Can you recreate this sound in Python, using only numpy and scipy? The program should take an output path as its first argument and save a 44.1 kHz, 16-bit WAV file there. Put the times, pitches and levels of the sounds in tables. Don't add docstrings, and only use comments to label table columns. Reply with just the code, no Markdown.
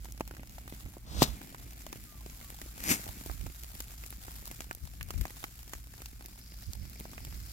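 import sys
import numpy as np
from scipy import signal
from scipy.fft import rfft, irfft
from scipy.io import wavfile

SR = 44100
rng = np.random.default_rng(int(sys.argv[2]) if len(sys.argv) > 2 else 0)


def unload_audio(sound):
    columns = np.transpose(np.atleast_2d(sound))
    steps = np.round(np.clip(columns, -1, 1) * 32767)
    wavfile.write(sys.argv[1], SR, steps.astype(np.int16))


N = 331632
TIME = np.arange(N) / SR
FREQS = np.maximum(np.fft.rfftfreq(N, 1 / SR), 1)
SIDES = np.array([[.5], [-.5]])

# time in seconds, relative levels of flutter and of sizzle in dB.
FIRE_LEVELS = [(0.0, -66.5, -60.5), (0.38, -63, -62), (0.71, -62, -59), (0.9, -61.5, -57.5),
               (1.13, -70, -72.5), (1.28, -59, -55.5), (1.49, -58.5, -58.5), (2.14, -63, -59),
               (2.47, -64.5, -56.5), (2.79, -64, -56), (2.97, -55.5, -50.5), (3.56, -66.5, -57),
               (4.5, -64, -54), (4.79, -71, -62), (4.98, -65.5, -59.5), (5.17, -60, -55.5),
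               (5.42, -66.5, -56), (6.09, -69.5, -61.5), (7.16, -60.5, -58), (7.52, -65, -55.5)]
# time in seconds, level in dB.
STEAM_LEVELS = [(0, -76), (5.8, -74.5), (6.6, -60.5), (7.5, -62.5)]
# time in seconds, delay at the right port in ms.
FIRE_LAGS = [(0, -0.3), (.8, -0.32), (1.2, 0.4), (2.2, 0.36), (3, .38), (7.5, 0.4)]
POP_LAGS = [(0, -0.024), (.9, -0.24), (1.2, 0.16), (2, 0.48), (4.75, 0.36), (5.0, 0.19), (5.8, .12),
            (6.1, 0.25), (7.5, 0.16)]
# frequency in Hz, relative spectral level in dB.
SIZZLE_SPECTRUM = [(1300, 4.5), (2200, -3), (3600, -1), (5200, 0.5), (6400, 0.5), (7250, 4.5), (8700, -3.5),
                   (11300, 3.5), (15200, 3.5), (17000, -14)]
CRACKLE_SPECTRUM = [(450, -18), (750, 4.5), (1300, -6), (1750, -3), (2300, -8.5), (3700, -1.5),
                    (7200, -5.5), (8900, -2.5), (12500, 0.5), (17000, 6)]
FLUTTER_SPECTRUM = [(120, 8), (280, 2), (450, -12.5), (720, -11.5), (1100, -24), (2200, -10), (3000, -18)]
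STEAM_SPECTRUM = [(3300, -14), (4700, 12), (5500, 10), (7200, -12)]
WIND_SPECTRUM = [(20, -27), (38, 1), (60, 4.5), (80, -1), (105, -8), (190, -17), (330, -29.5)]
POP_SPECTRUM = [(50, -8), (170, 2), (330, 6), (480, 1), (750, 2.5), (1400, 1.5), (1800, 2.5), (2500, 3),
                (3800, -1.5), (7000, 1), (9000, -5), (12000, -0.5), (16000, -2.5)]
RUSTLE_SPECTRA = [
    [(70, -2.5), (200, -1), (420, -14), (750, -12.5), (1200, -15.5), (2200, -20.5), (3600, -8.5),
     (5500, -11.5), (8000, -17), (9500, -22.5), (13000, -18), (18000, -27)],
    [(80, -3.5), (300, -2.5), (560, -17.5), (850, -11.5), (1100, -17), (1600, -11.5), (2300, -5),
     (3300, -18), (7300, -9.5), (9000, -15.5), (13500, -11), (18000, -27)],
]
# frequency in Hz, rms level in dB, rms frequency deviation in Hz.
ENGINE_TONES = [(55.1, -52, 1.28), (45.2, -56.5, 6.75), (115.7, -61.5, 2.85)]
# peak time in seconds, level in dB, half length in seconds, left minus right in dB.
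WIND_GUSTS = [(0.106, -49, 0.21, -6), (0.869, -40.5, 0.023, -4), (1.187, -40, 0.051, -15.5),
              (1.308, -43.5, 0.023, -19), (3.095, -40.5, 0.013, -7), (3.328, -42, 0.032, -16),
              (3.444, -41, 0.029, -21), (4.841, -43.5, 0.023, 17), (5.05, -49, 0.091, 17),
              (5.197, -38, 0.029, 22), (6.694, -43.5, 0.012, -25), (6.814, -46, 0.048, -18),
              (7.34, -45, .12, -7.5)]
# start in seconds, thump, crack and fizz levels in dB
# (rms over 10 ms, before colouring), resonance in Hz.
LOUD_STALKS = [(0.0466, -60, -63, -49.5, 13000), (0.1227, -82, -79, -45, 11860),
               (0.208, -34, -42, -44, 2900), (0.2771, -62, -57.5, -47, 12000),
               (0.3113, -51, -53.5, -54.5, 1450), (0.433, -56, -53, -58, 590), (0.5827, -52, -55, -63, 730),
               (0.6783, -56.5, -52.5, -51, 860), (0.9687, -49, -69, -71, 645),
               (1.2207, -19.5, -31, -29, 616), (1.5466, -51.5, -49.5, -52, 850),
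               (1.8659, -48.5, -52.5, -46.5, 600), (1.9283, -47, -48, -44, 820),
               (2.2623, -48, -60, -50.5, 1520), (2.6159, -50.5, -50.5, -44, 1940),
               (2.8037, -56, -51.5, -45.5, 1800), (2.8394, -56, -56, -36.5, 12000),
               (3.0655, -45, -63, -60, 750), (3.2612, -46.5, -63, -45.5, 12000),
               (3.2974, -45, -45.5, -74, 770), (3.4661, -49, -54, -48.5, 1380),
               (3.6351, -67, -60, -44, 12000), (3.8039, -50, -48.5, -38, 12000),
               (4.0373, -59.5, -48, -52.5, 2610), (4.0629, -62, -68, -46, 11900),
               (4.2817, -52.5, -50, -70, 1500), (4.5134, -51.5, -50, -45, 12000),
               (4.6058, -48.5, -46, -42, 7400), (4.7111, -45, -39, -46, 1400),
               (4.7497, -59, -70, -42.5, 12900), (5.0104, -59.5, -38.5, -48.5, 2680),
               (5.029, -76, -62, -41, 11900), (5.1061, -47, -44.5, -40.5, 1220),
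               (5.2118, -58, -49.5, -40, 12000), (5.2538, -43.5, -43, -46.5, 725),
               (5.4408, -47, -38.5, -40.5, 1280), (5.735, -50.5, -43, -42, 7100),
               (6.0195, -56, -53.5, -46.5, 1390), (6.0586, -67, -51, -43.5, 4600),
               (6.2601, -81.5, -64, -44, 13000), (6.7337, -64, -64.5, -41.5, 4800),
               (7.0546, -48.5, -55, -59, 780), (7.1795, -53.5, -44, -54, 2200),
               (7.2498, -63, -55, -44.5, 13000)]
# lower edge in Hz, upper edge in Hz.
POP_BANDS_HZ = [(150, 900), (900, 3500), (3500, 16000)]
POP_CENTRES_HZ = [680, 1700, 4500]
# thump, crack and fizz levels in dB, resonance in Hz.
THIN_STALK, THICK_STALK = (-71.5, -65.5, -52.5, 13002), (-56.5, -54, -54.5, 809)
# time when closest in seconds, relative peak level in dB, half length in
# seconds, steepness of the fall, treble left minus right in dB, extra dB of treble per dB of swell.
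STRAW_PASSES = [(1.231, -24, 0.0077, 1.16, 14, 1), (2.913, -27, 0.033, 2.57, 7.5, 0.3)]
# start and length in seconds, first pitch, last pitch and arch in Hz, level in dB.
BIRD_NOTES = [(2.063, 0.13, 1245, 1155, 6, -63.5), (2.18, 0.058, 1000, 1070, -3, -67),
              (2.313, .055, 1000, 1090, 3, -69), (2.41, 0.082, 1090, 1060, 80, -64)]
# frequency in Hz, left minus right in dB.
PORT_BALANCE = [(100, -0.5), (600, 0), (1300, -3.5), (2400, -3.5), (4400, 2.5), (8000, 3), (15000, -1)]


def from_db(db):
    return 10 ** (np.asarray(db) / 20)


def unit_rms(x):
    return x / np.sqrt(np.mean(x ** 2) + 1e-20)


def in_time(rows):
    times, *columns = np.transpose(rows)
    return [np.interp(TIME, times, column) for column in columns]


def at_hz(points, freqs=FREQS):
    hz, values = np.transpose(points)
    return np.interp(np.log(freqs), np.log(hz), values)


def noise(spectrum, tilt_db=0):
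    skirts = (1 + (spectrum[0][0] / FREQS) ** 8) * (1 + (FREQS / spectrum[-1][0]) ** 8)
    gain = from_db(at_hz(spectrum) + tilt_db * np.log2(FREQS)) / np.sqrt(skirts)
    return unit_rms(irfft(gain * rfft(rng.standard_normal(N)), N))


def drift(rate_hz):
    return unit_rms(irfft(rfft(rng.standard_normal(N)) / (1 + (FREQS / rate_hz) ** 2), N))


def two_ports(x, lag_ms):
    late = np.arange(N) - np.round(lag_ms * SR / 1000).astype(int)
    return np.array([x, x[np.clip(late, 0, N - 1)]])


def spread_noise(spectrum, lag_ms, direct_share):
    direct = two_ports(noise(spectrum), lag_ms)
    diffuse = np.array([noise(spectrum), noise(spectrum)])
    return np.sqrt(direct_share) * direct + np.sqrt(1 - direct_share) * diffuse


def grains(per_s, size_db, decay_ms):
    sizes = from_db(size_db * np.minimum(rng.exponential(1, N), 3.5))
    energy = (rng.random(N) < per_s / SR) * sizes ** 2
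    retained = np.exp(-2000 / (decay_ms * SR))
    return unit_rms(np.sqrt(signal.lfilter([1], [1, -retained], energy + 1e-18)))


def minimum_phase(gain_db):
    cepstrum = irfft(np.log(from_db(gain_db)))
    fold = 1 + np.sign(np.fft.fftfreq(len(cepstrum)))
    return np.exp(rfft(cepstrum * fold))


def sizzle(level_db, lag_ms):
    hiss = from_db(level_db) * spread_noise(SIZZLE_SPECTRUM, lag_ms, direct_share=0.052)
    return hiss * grains(per_s=1400, size_db=-1.5, decay_ms=1.2)


def crackle(level_db, lag_ms, per_s, size_db, decay_ms, tilt_db, patches):
    out = 0
    for place in np.linspace(-1, 1, patches):
        envelope = grains(per_s * from_db(2.2 * drift(5.8)), size_db, decay_ms)
        snaps = envelope * noise(CRACKLE_SPECTRUM, tilt_db + 0.5 * place)
        out += two_ports(snaps, lag_ms + 0.092 * place)
    return from_db(level_db) * unit_rms(out)


def flames(level_db, lag_ms):
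    flutter = from_db(level_db + 3) * spread_noise(FLUTTER_SPECTRUM, lag_ms, direct_share=0.91)
    puffs = noise(FLUTTER_SPECTRUM) * grains(per_s=77, size_db=6, decay_ms=4.3)
    return flutter + from_db(level_db + 2.5) * two_ports(puffs, lag_ms)


def steam(lag_ms):
    level_db = in_time(STEAM_LEVELS)[0] + 2 * drift(6.8)
    hiss = from_db(level_db) * spread_noise(STEAM_SPECTRUM, lag_ms, direct_share=0.35)
    return hiss * grains(per_s=1500, size_db=5, decay_ms=0.72)


def fire():
    flutter_db, sizzle_db = in_time(FIRE_LEVELS)
    lag_ms, = in_time(FIRE_LAGS)
    flutter_db += 1.5 * drift(14)
    sizzle_db += 1.17 * drift(11)
    leaves = sizzle(sizzle_db + 2.1, lag_ms)
    snaps = crackle(sizzle_db - 0.73, lag_ms, per_s=40, size_db=6, decay_ms=3.1, tilt_db=-1.5, patches=4)
    ticks = crackle(sizzle_db - 5, lag_ms, per_s=17, size_db=9, decay_ms=0.33, tilt_db=-0.5, patches=3)
    return leaves + snaps + ticks + flames(flutter_db, lag_ms) + steam(lag_ms)


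def engine():
    out = 0
    for hz, level_db, deviation_hz in ENGINE_TONES:
        phase = 2 * np.pi * np.cumsum(hz + deviation_hz * drift(6.37)) / SR
        tone = np.sin(phase + SIDES * 0.39 * drift(2.1)) * from_db(2.6 * drift(36))
        out += from_db(level_db) * unit_rms(tone)
    return out


def wind(breeze_db=-55):
    power = from_db(breeze_db) ** 2
    for peak_s, peak_db, half_s, side_db in WIND_GUSTS:
        power += from_db(peak_db + SIDES * side_db) ** 2 * np.exp(-((TIME - peak_s) / half_s) ** 2)
    return np.sqrt(power) * spread_noise(WIND_SPECTRUM, lag_ms=0, direct_share=0.9)


def pops(stalks, scatter_ms=2.88, field_db=-50, field_ms=12, ring_db=6, ring_octaves=.18, size=4096):
    out = np.zeros((2, N + SR))
    ms = TIME[:size] * 1000
    freqs = np.maximum(np.fft.rfftfreq(size, 1 / SR), 1)
    bands = [(freqs > low) & (freqs < high) for low, high in POP_BANDS_HZ]
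    scattered = 1j * freqs / (1400 + 1j * freqs)
    for start_s, thump_db, crack_db, fizz_db, ring_hz in stalks:
        decay_ms = scatter_ms * np.clip(2 + 0.076 * (crack_db - fizz_db), .5, 1.3)
        tail = 0.23 * np.exp(-ms / decay_ms) + from_db(field_db) * np.exp(-ms / field_ms)
        shared, *own = rng.standard_normal((3, size))
        burst = 1 + scattered * rfft(tail * (0.36 * shared + .5 * np.array(own)))
        burst *= minimum_phase(ring_db / (1 + (np.log2(freqs / ring_hz) / ring_octaves) ** 2))
        powers = [np.sum(abs(burst[:, band]) ** 2) / size / (.01 * SR) for band in bands]
        gains_db = np.array([thump_db, crack_db, fizz_db]) - 10 * np.log10(powers)
        colour_db = at_hz(list(zip(POP_CENTRES_HZ, gains_db)), freqs) + at_hz(POP_SPECTRUM, freqs)
        left, right = irfft(burst * minimum_phase(colour_db))
        lag_ms = np.interp(start_s, *np.transpose(POP_LAGS)) + 0.05 * rng.standard_normal()
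        at = round(start_s * SR)
        late = at + round(lag_ms * SR / 1000)
        out[0, at:at + size] += left
        out[1, late:late + size] += right
    return out[:, :N]


def lesser_stalks(count=46, spread_db=1):
    when, thickness = rng.random((2, count, 1))
    start_s = when * N / SR
    times, _, sizzle_db = np.transpose(FIRE_LEVELS)
    flare_db = np.interp(start_s, times, sizzle_db) - np.mean(sizzle_db)
    levels_db = THIN_STALK[:3] + thickness * np.subtract(THICK_STALK[:3], THIN_STALK[:3])
    levels_db += 0.28 * flare_db - spread_db * rng.standard_normal((count, 1))
    ring_hz = THIN_STALK[3] * (THICK_STALK[3] / THIN_STALK[3]) ** thickness
    return np.hstack([start_s, levels_db, ring_hz]).tolist()


def rustles(reach_s=0.17, approach_slope=0.78):
    out = 0
    treble_share = at_hz([(1200, 0.095), (3000, 0.65)])
    for row, spectrum in zip(STRAW_PASSES, RUSTLE_SPECTRA):
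        closest_s, peak_db, half_s, steepness, pan_db, brightening = row
        t = TIME - closest_s
        distance_db = 10 * np.log10(1 + (t / half_s) ** 2)
        release_db = 20 * np.log10(1 + (t / reach_s) ** 10)
        swell_db = -steepness * np.where(t < 0, approach_slope, 1) * distance_db - release_db
        straw = spread_noise(spectrum, lag_ms=.33, direct_share=0.77)
        straw *= grains(per_s=3200, size_db=1.5, decay_ms=0.77)
        treble = irfft(treble_share * rfft(straw), N)
        treble_gain = from_db(brightening * swell_db + SIDES * pan_db)
        out += from_db(peak_db + swell_db + 2) * (straw - treble + treble_gain * treble)
    return out


def bird():
    out = 0
    for start_s, length_s, first_hz, last_hz, arch_hz, level_db in BIRD_NOTES:
        along = np.clip((TIME - start_s) / length_s, 0, 1)
        arch = 1 - (2 * along - 1) ** 2
        hz = first_hz + (last_hz - first_hz) * along + arch_hz * arch
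        phase = 2 * np.pi * np.cumsum(hz * (1 + 0.0061 * drift(60))) / SR
        out += from_db(level_db) * np.sqrt(arch) * np.sin(phase)
    return out


def scene():
    return fire() + pops(LOUD_STALKS + lesser_stalks()) + rustles() + wind() + engine() + bird()


def record(dry, cutoff_hz=15900):
    coloured = irfft(rfft(dry) * from_db(SIDES * at_hz(PORT_BALANCE)), N)
    low_pass = signal.ellip(10, .1, 80, cutoff_hz, fs=SR, output="sos")
    return signal.sosfilt(low_pass, np.tanh(coloured))


dry = scene()
out = record(dry)
unload_audio(out)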